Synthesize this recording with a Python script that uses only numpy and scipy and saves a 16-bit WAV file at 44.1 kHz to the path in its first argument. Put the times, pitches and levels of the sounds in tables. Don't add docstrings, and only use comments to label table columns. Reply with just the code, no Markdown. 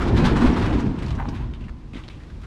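import sys
import numpy as np
from scipy import signal
from scipy.fft import rfft, irfft, next_fast_len
from scipy.io import wavfile
from scipy.ndimage import uniform_filter1d, map_coordinates

SR = 44100
rng = np.random.default_rng(int(sys.argv[2]) if len(sys.argv) > 2 else 0)


def output_pcm(signal):
    pcm = np.clip(np.atleast_2d(signal).T, -1, 1) * 32767
    wavfile.write(sys.argv[1], SR, np.round(pcm).astype(np.int16))


def boost(x):
    u = np.asarray(x, float) / 20
    return 10 ** u


N = 108618

# time in seconds, level in dB.
DRAG_LEVEL = [(0, -34.5), (.5, -33), (.76, -35.5), (.95, -44), (1.08, -42.5), (1.25, -46), (1.75, -58.5)]
# time in seconds, level in dB, ring in Hz, t60 in seconds.
STOP_KNOCKS = [(1.186, -30.5, 950, 0.32), (1.287, -39, 694, 0.17)]
# frequency in Hz, relative level in dB.
GRIT_COLOUR = [(290, -50), (500, -4), (1410, -5), (3790, -11.5), (8980, -26.5), (15500, -53)]


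def unit(x):
    return x / np.sqrt(np.mean(x ** 2) + 1e-20)


def along(points, hz):
    f, v = np.transpose(points)
    return np.interp(np.log(hz + 1), np.log(f + 1), v)


def curve(rows):
    return np.interp(np.arange(N) / SR, *np.transpose(rows))


def wobble(rate):
    knots = rng.standard_normal(int(N * rate / SR) + 4)
    return map_coordinates(knots, [np.arange(N) * rate / SR])


def filtered(x, gain_db):
    m = next_fast_len(len(x) + 4096)
    gain = boost(gain_db(np.fft.rfftfreq(m, 1 / SR)))
    return irfft(rfft(x, m) * gain, m)[:len(x)]


def grains(size, spread_db):
    strength_db = spread_db * np.repeat(rng.standard_normal(size // 16 + 1), 16)[:size]
    return unit(rng.standard_normal(size) * boost(strength_db))


def place(out, seconds, sound):
    out[round(seconds * SR):][:len(sound)] += sound


def bursts(rows, spectrum, rise_s, spread_db, ring_db, snap=0):
    ring_sharpness = 4
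    snap_reach = 1.9
    treble_hz, treble_db = 6000, 2.5
    out, size, lead = np.zeros(N + SR), SR // 3, SR // 20
    t = (np.arange(size) - lead) / SR
    for s, db, hz, t60 in rows:
        rise = np.exp(-.5 * (t / rise_s) ** 2)
        shape = np.where(t < 0, rise, boost(-60 * t / max(t60, .01)))

        def colour(f):
            ring = ring_db / (1 + (ring_sharpness * np.log((f + 1) / hz)) ** 2)
            return along(spectrum, f) + ring

        blow = np.exp(-(np.pi * snap_reach * hz * t) ** 2)
        impacts = grains(size, spread_db) + snap * blow / blow.sum()
        swell = unit(filtered(impacts, colour))
        if not snap:
            treble = filtered(swell, lambda f: -10 * np.log10(1 + (treble_hz / (f + 1)) ** 4))
            swell = swell - treble + treble * shape * boost(treble_db)
        place(out, s, boost(db) * shape * swell)
    return out[lead:lead + N]


def modes_db(hz):
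    # frequency in Hz, width in Hz, lift in dB.
    panel_modes = [(236.5, 4.1, 7), (349.5, 90, 3), (1000, 165, 5), (1234, 17, 2.5)]
    return sum(lift / (1 + (2 * (hz - c) / w) ** 2) for c, w, lift in panel_modes)


def rolling_rumble():
    # time in seconds, level in dB before dulling and wobble.
    roll_level = [(0, -25.5), (.15, -18.5), (.33, -19), (.44, -16), (.6, -21), (.8, -23), (.92, -25),
                  (1.0, -30), (1.46, -34.5), (1.82, -44), (2.46, -43.5)]
    # frequency in Hz, relative level in dB.
    panel_colour = [(59, -6), (100, -3.5), (145, -0.5), (250, -0.5), (350, -6.5), (600, -18.5),
                    (910, -20.5), (1540, -120)]
    dulling_hz, dulling_db = 306, 0.52
    body = unit(filtered(grains(N, spread_db=1.5), lambda f: along(panel_colour, f) + modes_db(f)))
    low = filtered(body, lambda f: -10 * np.log10(1 + (f / dulling_hz) ** 8))
    drag_db = curve(DRAG_LEVEL)
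    body = low + (body - low) * boost(dulling_db * (drag_db - drag_db.max()))
    return body * boost(curve(roll_level) + 1.7 * wobble(24.77))


def flexing_boom():
    # time in seconds, level in dB.
    flex_level = [(.05, -26), (.16, -15.5), (.25, -24.5), (.31, -18), (.4, -32.5), (.48, -15), (.54, -42),
                  (.59, -25), (.99, -29), (1.12, -22), (1.18, -27), (1.44, -27), (1.52, -32.5), (1.93, -37),
                  (2.15, -37.5), (2.33, -37), (2.39, -35.5)]
    # frequency in Hz, relative level in dB.
    boom_colour = [(11, -50), (22, -9), (50, 5), (72, -2), (150, -7.5), (330, -120)]
    boom = unit(filtered(rng.standard_normal(N), lambda f: along(boom_colour, f)))
    return boom * boost(curve(flex_level))


def track_drag():
    # frequency in Hz, relative level in dB.
    track_colour = [(260, -38), (450, 1), (700, 0), (1300, -2.5), (3910, -16), (8570, -33), (15500, -61)]
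    scrape = unit(filtered(grains(N, spread_db=3.5), lambda f: along(track_colour, f) + modes_db(f)))
    return scrape * boost(curve(DRAG_LEVEL) + 0.66 * wobble(29.25))


def roller_jolts():
    # time in seconds, level in dB, strongest ring in Hz, t60 in seconds.
    jolt_rows = [(.022, -31, 1330, 0.27), (.088, -35, 3800, 0.14), (.178, -30, 4230, 0.4),
                 (.26, -24, 4360, 0.32), (.372, -27.5, 1250, 0.29), (.42, -29.5, 1000, 0.91),
                 (.472, -28, 1000, 0.14), (.575, -32, 1250, 0.82), (.63, -36.5, 4080, 0.26),
                 (.665, -31.5, 1700, 0.15), (.74, -39.5, 3130, 0.34), (.805, -37, 6300, 0.14),
                 (.868, -51, 5030, 0.24), (1.355, -44, 3200, 0.66)]
    # frequency in Hz, relative level in dB.
    rattle_colour = [(290, -58), (500, -33), (657, -1), (1130, 5), (3530, -8), (4600, -13.5),
                     (11100, -31.5), (15500, -59)]
    return bursts(jolt_rows, rattle_colour, rise_s=0.013, spread_db=1.0, ring_db=4.5)


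def stop_knocks():
    # frequency in Hz, relative level in dB.
    hollow_colour = [(250, -33), (500, 3), (1000, 1.5), (2000, 1), (9000, -44)]
    return bursts(STOP_KNOCKS, hollow_colour, rise_s=0.0027, spread_db=7.5, ring_db=15.0)


def loose_ticks():
    # time in seconds, level in dB, strongest ring in Hz, t60 in seconds.
    tick_rows = [(.988, -43, 2500, 0.22), (1.024, -40, 2220, 0.3), (1.065, -43.5, 4900, 0.11),
                 (1.084, -40, 3970, 0.087), (1.107, -39, 3450, .12), (1.152, -45, 6000, 0.11)]
    return bursts(tick_rows, GRIT_COLOUR, rise_s=0.0018, spread_db=3.5, ring_db=4.5, snap=7)


def bending(x, depth_db):
    z = signal.stft(x, nperseg=1024)[2]
    field = uniform_filter1d(rng.standard_normal(z.shape), size=2, axis=0)
    field = uniform_filter1d(field, size=6, axis=1)
    power_offset_db = depth_db ** 2 * np.log(10) / 20
    z = z * boost(depth_db * unit(field) - power_offset_db)
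    return signal.istft(z, nperseg=1024)[1][:N]


def door():
    sheet = rolling_rumble() + track_drag() + roller_jolts() + stop_knocks()
    return flexing_boom() + loose_ticks() + bending(sheet, depth_db=1.5)


def roller_squeaks():
    # middle in seconds, peak level in dB, pitch in Hz.
    squeak_rows = [(0.027, -26.5, 1315), (0.181, -33, 4030), (0.264, -38, 4800), (0.54, -42.5, 5620)]
    width_s = 0.0045
    out, u = np.zeros(N + SR), np.arange(SR // 2) / SR - 2 * width_s
    for s, db, hz in squeak_rows:
        tone = np.sin(2 * np.pi * hz * (u + 2 * width_s))
        place(out, s - 2 * width_s, boost(db) * np.exp(-(u / width_s) ** 2) * tone)
    return out[:N]


def edge_groans():
    # middle in seconds, peak level in dB, pitch at the middle in Hz, rise in Hz per second.
    groan_rows = [(1.33, -40.5, 985, 2450), (1.424, -44.5, 954, 5300)]
    width_s = 0.034
    out, u = np.zeros(N + SR), np.arange(SR // 2) / SR - 2 * width_s
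    for s, db, hz, rise in groan_rows:
        roughness = np.cumsum(rng.normal(0, 0.079, len(u)))
        phase = 2 * np.pi * (hz + rise * u / 2) * u + roughness
        place(out, s - 2 * width_s, boost(db) * np.exp(-(u / width_s) ** 2) * np.sin(phase))
    return out[:N]


def edge_ring():
    # pitch in Hz, relative level in dB, t60 in seconds.
    edge_modes = [(820, -2.5, 0.39), (950, 1.5, 0.16), (1518, -2, 0.11)]
    out, t = np.zeros(N + SR), np.arange(SR // 2) / SR
    onset = 1 - np.exp(-t / 0.004)
    for s, db, _, _ in STOP_KNOCKS:
        for hz, level, t60 in edge_modes:
            phase = 2 * np.pi * hz * t + np.cumsum(rng.normal(0, 0.039, len(t)))
            decay = boost(db - 0.5 + level - 60 * t / t60)
            place(out, s, decay * onset * np.sin(phase))
    return out[:N]


def shoe_scuffs():
    # time in seconds, level in dB, strongest pitch in Hz, t60 in seconds.
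    scuff_rows = [(1.289, -42.5, 5360, 0.08), (1.538, -45, 3080, 0.037), (1.546, -50, 3180, 0.12),
                  (1.609, -51, 2640, 0.17), (1.641, -51.5, 2500, 0.19), (1.684, -48, 1910, 0.083),
                  (1.695, -45.5, 1190, 0.057), (1.935, -46, 2220, 0.3), (1.948, -48.5, 3520, 0.28),
                  (1.966, -43, 2280, 0.21), (1.982, -45.5, 1200, 0.23), (2.038, -49, 3100, 0.15),
                  (2.082, -45, 4240, 0.0073), (2.087, -42, 3830, 0.019), (2.1, -46.5, 2720, 0.29),
                  (2.202, -52.5, 2000, 0.28), (2.237, -48, 2720, 0.011), (2.302, -50.5, 1530, 0.087),
                  (2.418, -56, 11150, 0.16), (2.436, -45, 1320, 0.17)]
    return bursts(scuff_rows, GRIT_COLOUR, rise_s=0.0018, spread_db=0.5, ring_db=11.5, snap=14)


def low_thuds():
    # start in seconds, starting level in dB, pitch in Hz.
    thud_rows = [(1.285, -19.5, 278), (1.937, -25.5, 236), (1.956, -22.5, 277), (1.971, -27, 243)]
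    t60_s = 0.039
    out, t = np.zeros(N + SR), np.arange(SR // 8) / SR
    for s, db, hz in thud_rows:
        place(out, s, boost(db - 60 * t / t60_s) * np.sin(2 * np.pi * hz * t))
    return out[:N]


def air():
    # frequency in Hz, relative level in dB.
    air_colour = [(180, -41), (300, -1), (600, -15.5), (4420, -27.5), (9140, -40.5), (15500, -60)]
    # time in seconds, level in dB.
    air_level = [(1.85, -56.5), (2.0, -52)]
    wash = unit(filtered(rng.standard_normal(N), lambda f: along(air_colour, f)))
    return boost(curve(air_level)) * wash


def scene():
    tones = roller_squeaks() + edge_groans() + edge_ring()
    impacts = shoe_scuffs() + low_thuds()
    return np.tile(door() + tones + impacts + air(), (2, 1))


def low_pass(x):
    return signal.sosfilt(signal.butter(12, 15710, fs=SR, output="sos"), x)


def record(dry):
    apart_hz, apart_db, lean = 11500, -0.5, 0.3
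    top = filtered(dry[0], lambda f: np.where(f > apart_hz, 0, -120))
    side = top * (boost(apart_db) * wobble(400) - lean)
    return low_pass(dry + [side, -side])


dry = scene()
out = record(dry)
output_pcm(out)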